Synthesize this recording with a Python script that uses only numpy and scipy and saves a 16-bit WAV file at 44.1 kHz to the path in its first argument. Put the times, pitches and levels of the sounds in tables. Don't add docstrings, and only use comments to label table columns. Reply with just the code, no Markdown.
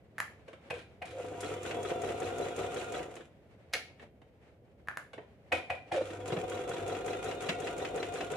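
import sys
import numpy as np
from scipy import signal
from scipy.fft import rfft, irfft
from scipy.io import wavfile
from scipy.ndimage import uniform_filter1d

SR = 44100
rng = np.random.default_rng(int(sys.argv[2]) if len(sys.argv) > 2 else 0)


def store_pcm(level_fs):
    pcm = np.round(np.clip(level_fs, -1, 1) * 32767).astype(np.int16)
    wavfile.write(sys.argv[1], SR, np.atleast_2d(pcm).T)


N = 368676
TIME = np.arange(N) / SR
STITCH_HZ = 5.593

# f/Hz, level/dB before the current's surge
HUM = [(100, -58.5), (300, -70.5), (500, -55), (700, -64)]
# pedal down t/s, spin-up time constant/s, turns before first tick, pedal up t/s
RUNS = [(1.052, .289, .844, 2.96), (5.925, .268, .88, 8.5)]
# f/Hz, relative level/dB
LINKS = [(40, -48), (200, 12), (350, 24), (900, 3), (1400, 10), (2500, 3), (3600, -1), (4800, -12),
         (7000, -16.5), (10000, -18.5), (14000, -44)]
# f/Hz, relative level/dB
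NEEDLE = [(30, -28), (100, -7), (200, 4.5), (600, 12), (1100, 3), (2100, 8), (2850, 8), (3300, 2),
          (4500, -5.5), (7500, -12), (10500, -24), (15000, -33)]
# t/s, level/dB, bass tilt/dB, treble tilt/dB, thump level/dB (before the mix gains)
CLACKS = [(.701, -37.5, 3, -8, -46), (1.017, -44, -0.5, -12, -30.5), (5.5185, -30, 0.5, -10, -22),
          (5.6975, -35.5, -1, -15, -24), (5.915, -37.5, 7.5, -15, -23.5)]


def amp(db):
    return 10 ** (np.asarray(db) / 20)


def unit(x):
    return x / np.sqrt(np.mean(x ** 2))


def at_hz(points, hz):
    f, value = np.transpose(points)
    return np.interp(np.log(hz + 1), np.log(f), value)


def convolve(x, response):
    return signal.fftconvolve(np.atleast_2d(x), np.atleast_2d(response), axes=-1)[:, :N]


def causal(gain):
    cepstrum = irfft(np.log(gain))
    half = len(cepstrum) // 2
    cepstrum[1:half] *= 2
    cepstrum[half + 1:] = 0
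    return irfft(np.exp(rfft(cepstrum)))


def body(points, bass_db=0, treble_db=0, size=2048):
    hz = np.fft.rfftfreq(size, 1 / SR)
    tilt_db = at_hz([(500, bass_db), (1700, 0.002), (7000, treble_db)], hz)
    response = causal(amp(at_hz(points, hz) + tilt_db))
    return response / np.linalg.norm(response)


def even(x, width_hz):
    power = uniform_filter1d(np.abs(rfft(x)) ** 2, int(width_hz * len(x) / SR) + 1)
    y = signal.fftconvolve(x, causal((power + 1e-12) ** -.5))[:len(x)]
    return y * np.linalg.norm(x) / np.linalg.norm(y)


def resonance(x, hz, width_hz):
    return signal.lfilter(*signal.iirpeak(hz, hz / width_hz, SR), x)


def ringing(x, modes):
    return x + sum(amp(db) * resonance(x, hz, width_hz) for hz, width_hz, db in modes)


def walk(rate):
    knots = rng.standard_normal(int(N / SR * rate) + 2)
    return np.interp(TIME * rate, np.arange(len(knots)), knots)


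def stereo_noise(size):
    # f/Hz, side minus mid level/dB
    side_db = [(60, -2), (150, -20.5), (330, -16.5), (700, -5), (1300, -3), (2500, 1), (15000, -1.5)]
    mid, side = rfft(rng.standard_normal((2, size)))
    width = amp(at_hz(side_db, np.fft.rfftfreq(size, 1 / SR)))
    return irfft((mid + np.outer([1, -1], side * width)) / np.sqrt(1 + width ** 2), size)


def room(early_db, late_db, early_s, size=24000):
    # f/Hz, time to fall 60 dB/s
    room_t60 = [(150, 0.38), (550, 0.4), (1500, 0.28), (2600, 0.39), (5000, 0.34), (10000, 0.29),
                (15000, 0.27)]
    t = np.arange(size) / SR
    hz, frame_s, z = signal.stft(stereo_noise(size), SR, nperseg=256)
    decay = amp(-60 * frame_s / at_hz(room_t60, hz)[:, None])
    late = signal.istft(z * decay)[1][:, :size]
    late = late * np.minimum(t / 0.0079, 1)
    early = stereo_noise(size) * np.exp(-t / early_s) * np.minimum(t / 0.0014, 1)
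    response = (amp(early_db) * unit(early) + amp(late_db) * unit(late)) / np.sqrt(size)
    response[:, 0] += 1
    left, right = response
    return even((left + right) / 2, width_hz=142) + np.outer([1, -1], (left - right) / 2)


def contact(decay_s, scrape, size=3000):
    chatter = rng.standard_normal(size) * np.exp(-np.arange(size) / SR / decay_s)
    push = scrape * chatter / np.linalg.norm(chatter)
    push[0] += 1
    push = even(push, width_hz=960)
    return push / np.linalg.norm(push) * np.sqrt(SR / 100)


def swell(rise_s, decay_s, size=2000):
    t = np.arange(size) / SR
    envelope = np.exp(np.minimum((t - rise_s) / (0.55 * rise_s), (rise_s - t) / decay_s))
    push = even(rng.standard_normal(size) * envelope, width_hz=550)
    return push / np.linalg.norm(push) * np.sqrt(SR / 100)


def add(track, s, db, push, response):
    sound = amp(db) * signal.fftconvolve(push, response)
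    start = int(s * SR)
    part = track[start:start + len(sound)]
    part += sound[:len(part)]


def blows(rows, spectrum, push):
    track = np.zeros(N)
    for s, db, bass_db, treble_db in rows:
        add(track, s, db, push(), body(spectrum, bass_db, treble_db))
    return track


def room_tone():
    # f/Hz, relative level/dB
    air_colour = [(20, -36), (35, -24), (50, -14.5), (68, -2), (100, -3), (130, -5.5), (300, -13),
                  (500, -11), (750, -20.5), (1050, -36), (2000, -50), (3000, -58), (5000, -53),
                  (15000, -53)]
    drift_db = 1.3 * walk(6)
    return convolve(stereo_noise(N) * amp(drift_db - 60), body(air_colour, size=8192))


def cloth():
    # middle t/s, half length to 1/e/s, level/dB
    slide_rows = [(.56, 0.45, -62.5), (3.65, 0.29, -66), (4.023, 0.047, -57.5), (4.484, 0.085, -65.5),
                  (5.8, 0.54, -62.5)]
    # f/Hz, relative level/dB
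    cloth_colour = [(30, -32), (200, 6), (600, 13), (1100, 1), (2200, 2.5), (4200, -10.5), (5500, -16),
                    (9500, -21), (15000, -41)]
    resting_hands_db, jerks_db = -70.5, 3 * walk(35)
    slides = sum(amp(db) * np.exp(-((TIME - s) / half_s) ** 2) for s, half_s, db in slide_rows)
    level = np.hypot(slides, amp(resting_hands_db)) * amp(jerks_db)
    return convolve(stereo_noise(N) * level, body(cloth_colour))


def current(down_s, up_s):
    soft_start_s, surge_db, settle_s, cut_off_s = 0.19, 12.5, 0.8, 0.033
    on_s, off_s = np.maximum(TIME - down_s, 0), np.maximum(TIME - up_s, 0)
    surge = amp(surge_db * np.exp(-on_s / settle_s))
    return (1 - np.exp(-on_s / soft_start_s)) * surge * np.exp(-off_s / cut_off_s)


def motor():
    hum = np.zeros(N)
    for hz, db in HUM:
        level = amp(db + 3.4 * walk(18))
        hum += level * np.sin(2 * np.pi * hz * TIME + 0.74 * walk(8.9))
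    return np.sqrt(2) * hum * sum(current(down_s, up_s) for down_s, _, _, up_s in RUNS)


def groans():
    # t/s, length/s, level/dB before the mix gain, f/Hz
    strains = [(0.716, 0.071, -45.5, 480), (1.128, 0.077, -46.5, 531), (3.742, 0.021, -42.5, 500),
               (5.173, 0.0425, -50.5, 420), (5.548, 0.034, -41, 525), (5.721, 0.031, -44, 545),
               (5.932, 0.035, -37.5, 600), (5.962, 0.023, -28.5, 535), (5.979, 0.046, -33, 525),
               (1.173, 0.044, -46, 520)]
    pulses = np.diff(np.floor(TIME * HUM[0][0]), prepend=0) * (1 + 1.5 * rng.standard_normal(N))
    waver, track = .5 * walk(40), np.zeros(N)
    for s, length, db, hz in strains:
        part = slice(int(s * SR), int((s + length + .01) * SR))
        t = TIME[part]
        gate = np.clip(np.minimum(t - s, s + length - t) / 0.006, 0, 1)
        frame = unit(resonance(resonance(pulses[part], hz, 170), hz, 188) + 1e-9)
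        tone = 1.74 * np.sin(2 * np.pi * hz * t + waver[part])
        track[part] += amp(db) * gate * (frame + tone)
    return convolve(track, room(early_db=-2, late_db=-11, early_s=0.0037)) * amp(-4.0)


def buzzes():
    # t/s, length/s, level/dB before the mix gain
    buzz_rows = [(0.74, 0.093, -58), (5.529, 0.07, -47.5), (5.707, 0.063, -58), (5.918, 0.073, -43),
                 (1.052, 0.086, -57.5)]
    fade = np.zeros(N)
    for s, length, db in buzz_rows:
        fade += amp(db) * (TIME > s) * np.sqrt(np.clip(1 - (TIME - s) / length, 0, 1))
    pulsing = 1 + 0.48 * np.sin(2 * np.pi * HUM[0][0] * TIME)
    grit = rng.standard_normal(N) * pulsing * amp(3.9 * walk(250))
    return convolve(fade * grit, body(LINKS, bass_db=-7.5, treble_db=7.5))[0]


def taps():
    # t/s, level/dB before the mix gain, bass tilt/dB, treble tilt/dB
    tap_rows = [(.421, -74, -18, -22), (.663, -70, -3, -2), (4.677, -66, -3, 1), (.481, -49, -7, 9),
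                (.531, -50, -11, 4), (3.166, -47, -9, 14), (3.996, -57, -39, -3), (4.217, -56.5, -5.5, 7),
                (5.133, -47, -12.5, 8.5), (5.179, -43, -7, -9)]
    # f/Hz, relative level/dB
    tap_colour = [(30, -35), (100, -12), (450, 23), (900, 3.5), (1700, -3), (3200, -10), (5000, -28.5),
                  (10000, -35.5), (15000, -60)]
    return blows(tap_rows, tap_colour, lambda: contact(decay_s=0.0051, scrape=4.9))


def starting_ticks():
    # t/s, level/dB before the mix gain, bass tilt/dB, treble tilt/dB
    tick_rows = [(1.052, -56, -6, 19), (1.106, -53, -1, 12), (1.164, -64, -10, 8), (1.211, -67, -15, 15),
                 (1.26, -60, -15, 17), (1.403, -50, -17, 34), (1.455, -53, -7, 13), (5.941, -37.5, 7, -20),
                 (6.012, -44, 2, 3), (6.068, -69, -15, 20), (6.103, -45, 3, 9), (6.109, -51.5, 9, 1),
                 (6.277, -46, 5, 20)]
    return blows(tick_rows, LINKS, lambda: swell(rise_s=0.0046, decay_s=0.0032))


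def thumps():
    pitch_hz, peak_s, decay_s = 734, 0.006, 0.0031
    swells = np.zeros(N)
    for s, _, _, _, db in CLACKS:
        swells += amp(db) * np.exp(-np.minimum(np.abs(TIME - s - peak_s) / decay_s, 20))
    return swells * np.sin(2 * np.pi * pitch_hz * TIME)


def clacks():
    # f/Hz, relative level/dB
    clack_colour = [(25, -73), (90, 4.5), (300, -14.5), (520, -3), (800, 1.5), (1250, -9), (1750, -2.5),
                    (2400, 3), (3100, -4.5), (4200, -16), (5500, -17), (10300, -18.5), (12500, -32),
                    (15000, -35)]
    # f/Hz, width/Hz, level/dB
    clack_modes = [(509, 38, 8), (780, 59, -13), (1754, 20, -5), (2230, 25, 1), (2390, 21, -3),
                   (2502, 12, 10), (2659, 11, -1), (2821, 12, -3), (4180, 120, 5)]
    rows = [row[:4] for row in CLACKS]
    return ringing(blows(rows, clack_colour, lambda: swell(rise_s=0.00657, decay_s=0.0019)), clack_modes)


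def lever():
    # t/s, level/dB, bass tilt/dB, treble tilt/dB
    lever_rows = [(3.7275, -53, 7, 5.5), (3.7345, -32, 5, 3), (3.739, -40, 1, -6),
                  (3.743, -39.5, -1.5, -7.5), (3.7505, -39, -0.5, -7.5), (3.7595, -53, 4.5, -12),
                  (3.7675, -52, 8, -3), (3.772, -64, 5.5, -2)]
    # f/Hz, relative level/dB
    lever_colour = [(40, -31), (300, -4), (500, 3), (720, -2), (1000, -7), (1550, 4.5), (2100, 5),
                    (3300, -0.5), (4400, -1), (6000, -5), (9300, -16.5), (10300, -8.5), (11500, -23),
                    (15000, -18)]
    # f/Hz, width/Hz, level/dB
    lever_modes = [(720, 73, 2), (1890, 70, -2), (2190, 120, 3), (2380, 270, -7), (4220, 200, 0),
                   (5000, 60, -8.5), (10200, 220, -0.5)]
    return ringing(blows(lever_rows, lever_colour, lambda: swell(rise_s=0.0026, decay_s=0.0023)), lever_modes)


def snaps():
    # t/s, level/dB before the mix gain, bass tilt/dB, treble tilt/dB
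    snap_rows = [(.1818, -44.5, -1, -6), (.1872, -50, -1, -1), (.202, -36.5, -1, -1), (4.8735, -57, 3, -9),
                 (4.8848, -40.5, -1, -11.5), (4.913, -55, 0, -18), (4.9718, -43, 6.5, -1)]
    # f/Hz, relative level/dB
    snap_colour = [(30, -44), (130, -7.5), (450, -17), (750, -4), (1150, -1), (1500, 3), (1750, 7.5),
                   (2200, -4), (3200, -15), (5500, -21), (7200, -20), (8200, -33), (10300, -21),
                   (12500, -25), (15000, -35)]
    # f/Hz, width/Hz, level/dB
    snap_modes = [(1450, 69, -22), (1700, 190, -27), (7300, 150, 3), (8800, 510, 12), (9900, 170, 5)]
    return ringing(blows(snap_rows, snap_colour, lambda: swell(rise_s=0.00069, decay_s=0.0008)), snap_modes)


def small_sounds():
    close = room(early_db=-7, late_db=-4, early_s=.008)
    further = room(early_db=3.5, late_db=0.0, early_s=0.0063)
    near_sounds = amp(6.0) * snaps() + lever() + thumps()
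    far_sounds = clacks() + starting_ticks() + taps() + buzzes()
    return convolve(near_sounds, close) + amp(-1.5) * convolve(far_sounds, further)


def shaft_speed(down_s, spin_up_s, up_s):
    brake_s = .342
    rise = 1 - np.exp(-np.maximum(TIME - down_s, 0) / spin_up_s)
    return rise * np.clip(1 - (TIME - up_s) / brake_s, 0, 1)


def teeth(turn, scatter_db, slip_s, count):
    place = (np.arange(count) + rng.random(count)) / count
    size = rng.choice([-1, 1], count) * amp(scatter_db * rng.standard_normal(count))
    angle = np.arange(np.floor(turn[0]), turn[-1])[:, None] + place
    s = np.interp(angle, turn, TIME) + slip_s * rng.standard_normal(angle.shape)
    size = size * amp(1.62 * rng.standard_normal(angle.shape))
    reached = (angle > turn[0]) & (angle < turn[-1])
    pulses = np.bincount((s[reached] * SR).astype(int), size[reached], N)[:N]
    return pulses / np.sqrt(np.mean(size ** 2) * count * STITCH_HZ / SR)


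def gear_clatter(turn, load):
    # f/Hz, relative level/dB
    gear_colour = [(25, -38), (45, -19), (68, -10.5), (100, -15), (120, -21), (142, -6), (190, -17),
                   (250, -9.5), (315, -4.5), (420, 0), (540, -1.5), (630, -14.5), (735, -3), (880, -21),
                   (1050, -20.5), (3000, -52.5)]
    gears = convolve(teeth(turn, scatter_db=4.0, slip_s=0.00023, count=64), body(gear_colour))[0]
    return gears * amp(2.2 * load + 2 * walk(22))


def part_rattle(turn, load):
    # f/Hz, relative level/dB
    rattle_colour = [(60, -21), (300, -14), (900, -9), (1350, 5.5), (1700, -6), (2400, 1.5), (3200, -4.5),
                     (4100, -10), (4800, -14.5), (7000, -9), (8300, -15), (10200, -14.5), (12000, -26),
                     (15000, -39)]
    grit = teeth(turn, scatter_db=7.0, slip_s=.0003, count=140) + .5 * rng.standard_normal(N)
    return convolve(grit, body(rattle_colour))[0] * amp(3.8 * load + 2 * walk(45))


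def whine(turn, speed, load):
    sag = [(.33, .974), (.67, 1.024), (.9, 1.012)]
    whine_orders = [25, 125.2, 250.4, 436, 509, 643, 745]
    # level/dB before effort, speed and the mix gain
    whine_db = [-60.5, -57, -60, -66.5, -66.5, -65, -73]
    share, pace = np.transpose(sag)
    turn_hz = STITCH_HZ * speed * (np.interp(turn, share, pace, period=1) + 0.0022 * walk(40))
    angle = 2 * np.pi * np.cumsum(turn_hz) / SR
    tones = np.zeros(N)
    for order, db in zip(whine_orders, whine_db):
        tones += amp(db + 3.3 * walk(25) - 2.6 * load) * np.sin(order * angle)
    return speed * tones


def passes(turn, share):
    return np.searchsorted(turn, np.arange(np.ceil(turn[0] - share), turn[-1] - share) + share)


def clatter(bass_db, treble_db):
    # lowest f/Hz, highest f/Hz, width/Hz, level/dB
    loose_parts = [(290, 488, 28, 1), (1080, 2130, 38, 8.5), (2170, 3900, 65, 4), (3260, 3600, 63, 11)]
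    colour_db = 2
    tilt = np.array([bass_db, treble_db]) + colour_db * rng.standard_normal(2)
    caught = [(low + (high - low) * rng.random(), width, db) for low, high, width, db in loose_parts]
    return amp(-2.5) * ringing(body(LINKS, *tilt), caught)


def spring_ping(decay_s, size=3000):
    # f/Hz, level/dB
    spring_modes = [(3890, -2), (3980, -4), (5750, -9)]
    t = np.arange(size) / SR
    slide = (0.65 + 0.5 * rng.standard_normal()) * t
    ring = np.zeros(size)
    for hz, db in spring_modes:
        detuned_hz = hz * (1 + 0.019 * rng.standard_normal())
        ring += amp(db) * np.sin(2 * np.pi * detuned_hz * t * (1 + slide))
    return ring * np.exp(-t / decay_s) * np.minimum(t / 0.0042, 1)


def knocks(turn, speed, effort):
    # f/Hz, relative level/dB
    tick_colour = [(500, 2), (2500, 2.5), (5000, -8.5), (7000, 6.5), (8200, -3.5), (9600, 1), (12000, -21),
                   (15000, -15)]
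    # share of the turn, level/dB, decay/s, bass tilt/dB, treble tilt/dB
    linkage = [(.09, -37, 0.0074, -0.5, -2.5), (.17, -47, 0.0052, 2.5, -6), (.32, -51, 0.01, 0, -8),
               (.46, -42, 0.006, 2, -8), (.54, -50, .005, -5, -9), (0.721, -46, 0.011, 2.5, 3)]
    # t/s, level/dB
    resistance_rows = [(1.5, -4), (1.7, 6), (2.2, -2), (6.6, -2), (7.3, 3), (7.7, 6)]
    tick_at, spring_at, needle_at = -.015, .205, .385
    tick_db, spring_db, needle_db = -47, -40.5, -42.5
    resistance_db = np.interp(TIME, *np.transpose(resistance_rows))
    track = np.zeros(N)
    for i in passes(turn, tick_at):
        add(track, TIME[i], tick_db, effort[i] * swell(rise_s=0.0033, decay_s=0.0017), body(tick_colour))
    for share, db, decay_s, bass_db, treble_db in linkage:
        for i in passes(turn, share):
            push = effort[i] * swell(rise_s=0.0017, decay_s=decay_s)
            add(track, TIME[i], db, push, clatter(bass_db, treble_db))
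    for i in passes(turn, spring_at):
        add(track, TIME[i], spring_db, [speed[i]], spring_ping(decay_s=0.0069))
    for i in passes(turn, needle_at):
        push = speed[i] * contact(decay_s=0.008, scrape=1.2)
        add(track, TIME[i], needle_db + resistance_db[i], push, body(NEEDLE))
    return track


def stitching(down_s, spin_up_s, lead_turns, up_s):
    speed_power, rumble_power = 0.94, 0.026
    strain_db, strain_s = 3.5, 0.54
    gears_db, rattle_db = -39.5, -52.5
    load_at = 0.29
    speed = shaft_speed(down_s, spin_up_s, up_s)
    turn = np.cumsum(speed) * STITCH_HZ / SR - lead_turns
    strain = amp(strain_db * np.exp(-np.maximum(TIME - down_s, 0) / strain_s))
    effort = speed ** speed_power * strain
    load = np.cos(2 * np.pi * (turn - load_at))
    gears = amp(gears_db) * speed ** rumble_power * gear_clatter(turn, load)
    rattle = amp(rattle_db) * part_rattle(turn, load)
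    parts = effort * np.array([gears, rattle, whine(turn, speed, load)])
    return np.vstack([parts, knocks(turn, speed, effort)])


def frame_thuds():
    # t/s, level/dB before the mix gain, bass tilt/dB, treble tilt/dB
    thick_spots = [(6.317, -34.5, 10.5, 3), (6.362, -37, 5, -10), (7.486, -29, -4.5, 4)]
    # f/Hz, width/Hz, level/dB
    frame_modes = [(134.4, 41, 22.5)]
    return ringing(blows(thick_spots, NEEDLE, lambda: swell(rise_s=0.0044, decay_s=0.0079)), frame_modes)


def machine():
    # f/Hz, width/Hz, level/dB
    housing = [(147.8, 2.4, -1.5), (420, 49, -25.5), (687, 63, -0.5), (958, 48, 2), (1350, 270, -5.5),
               (1924, 59, -0.5), (2590, 130, -14), (2820, 72, -11), (3330, 160, -8), (3990, 26, -25),
               (7700, 52, 2)]
    mix = np.zeros((2, N))
    for part in [*sum(stitching(*run) for run in RUNS), frame_thuds()]:
        path = ringing(room(early_db=10.5, late_db=-1.5, early_s=0.0055), housing)
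        mix += convolve(part, path)
    return amp(-11.0) * mix


def scene():
    return room_tone() + cloth() + motor() + groans() + small_sounds() + machine()


def record(dry):
    return signal.sosfilt(signal.ellip(8, .2, 70, 15300, fs=SR, output="sos"), dry)


dry = scene()
out = record(dry)
store_pcm(out)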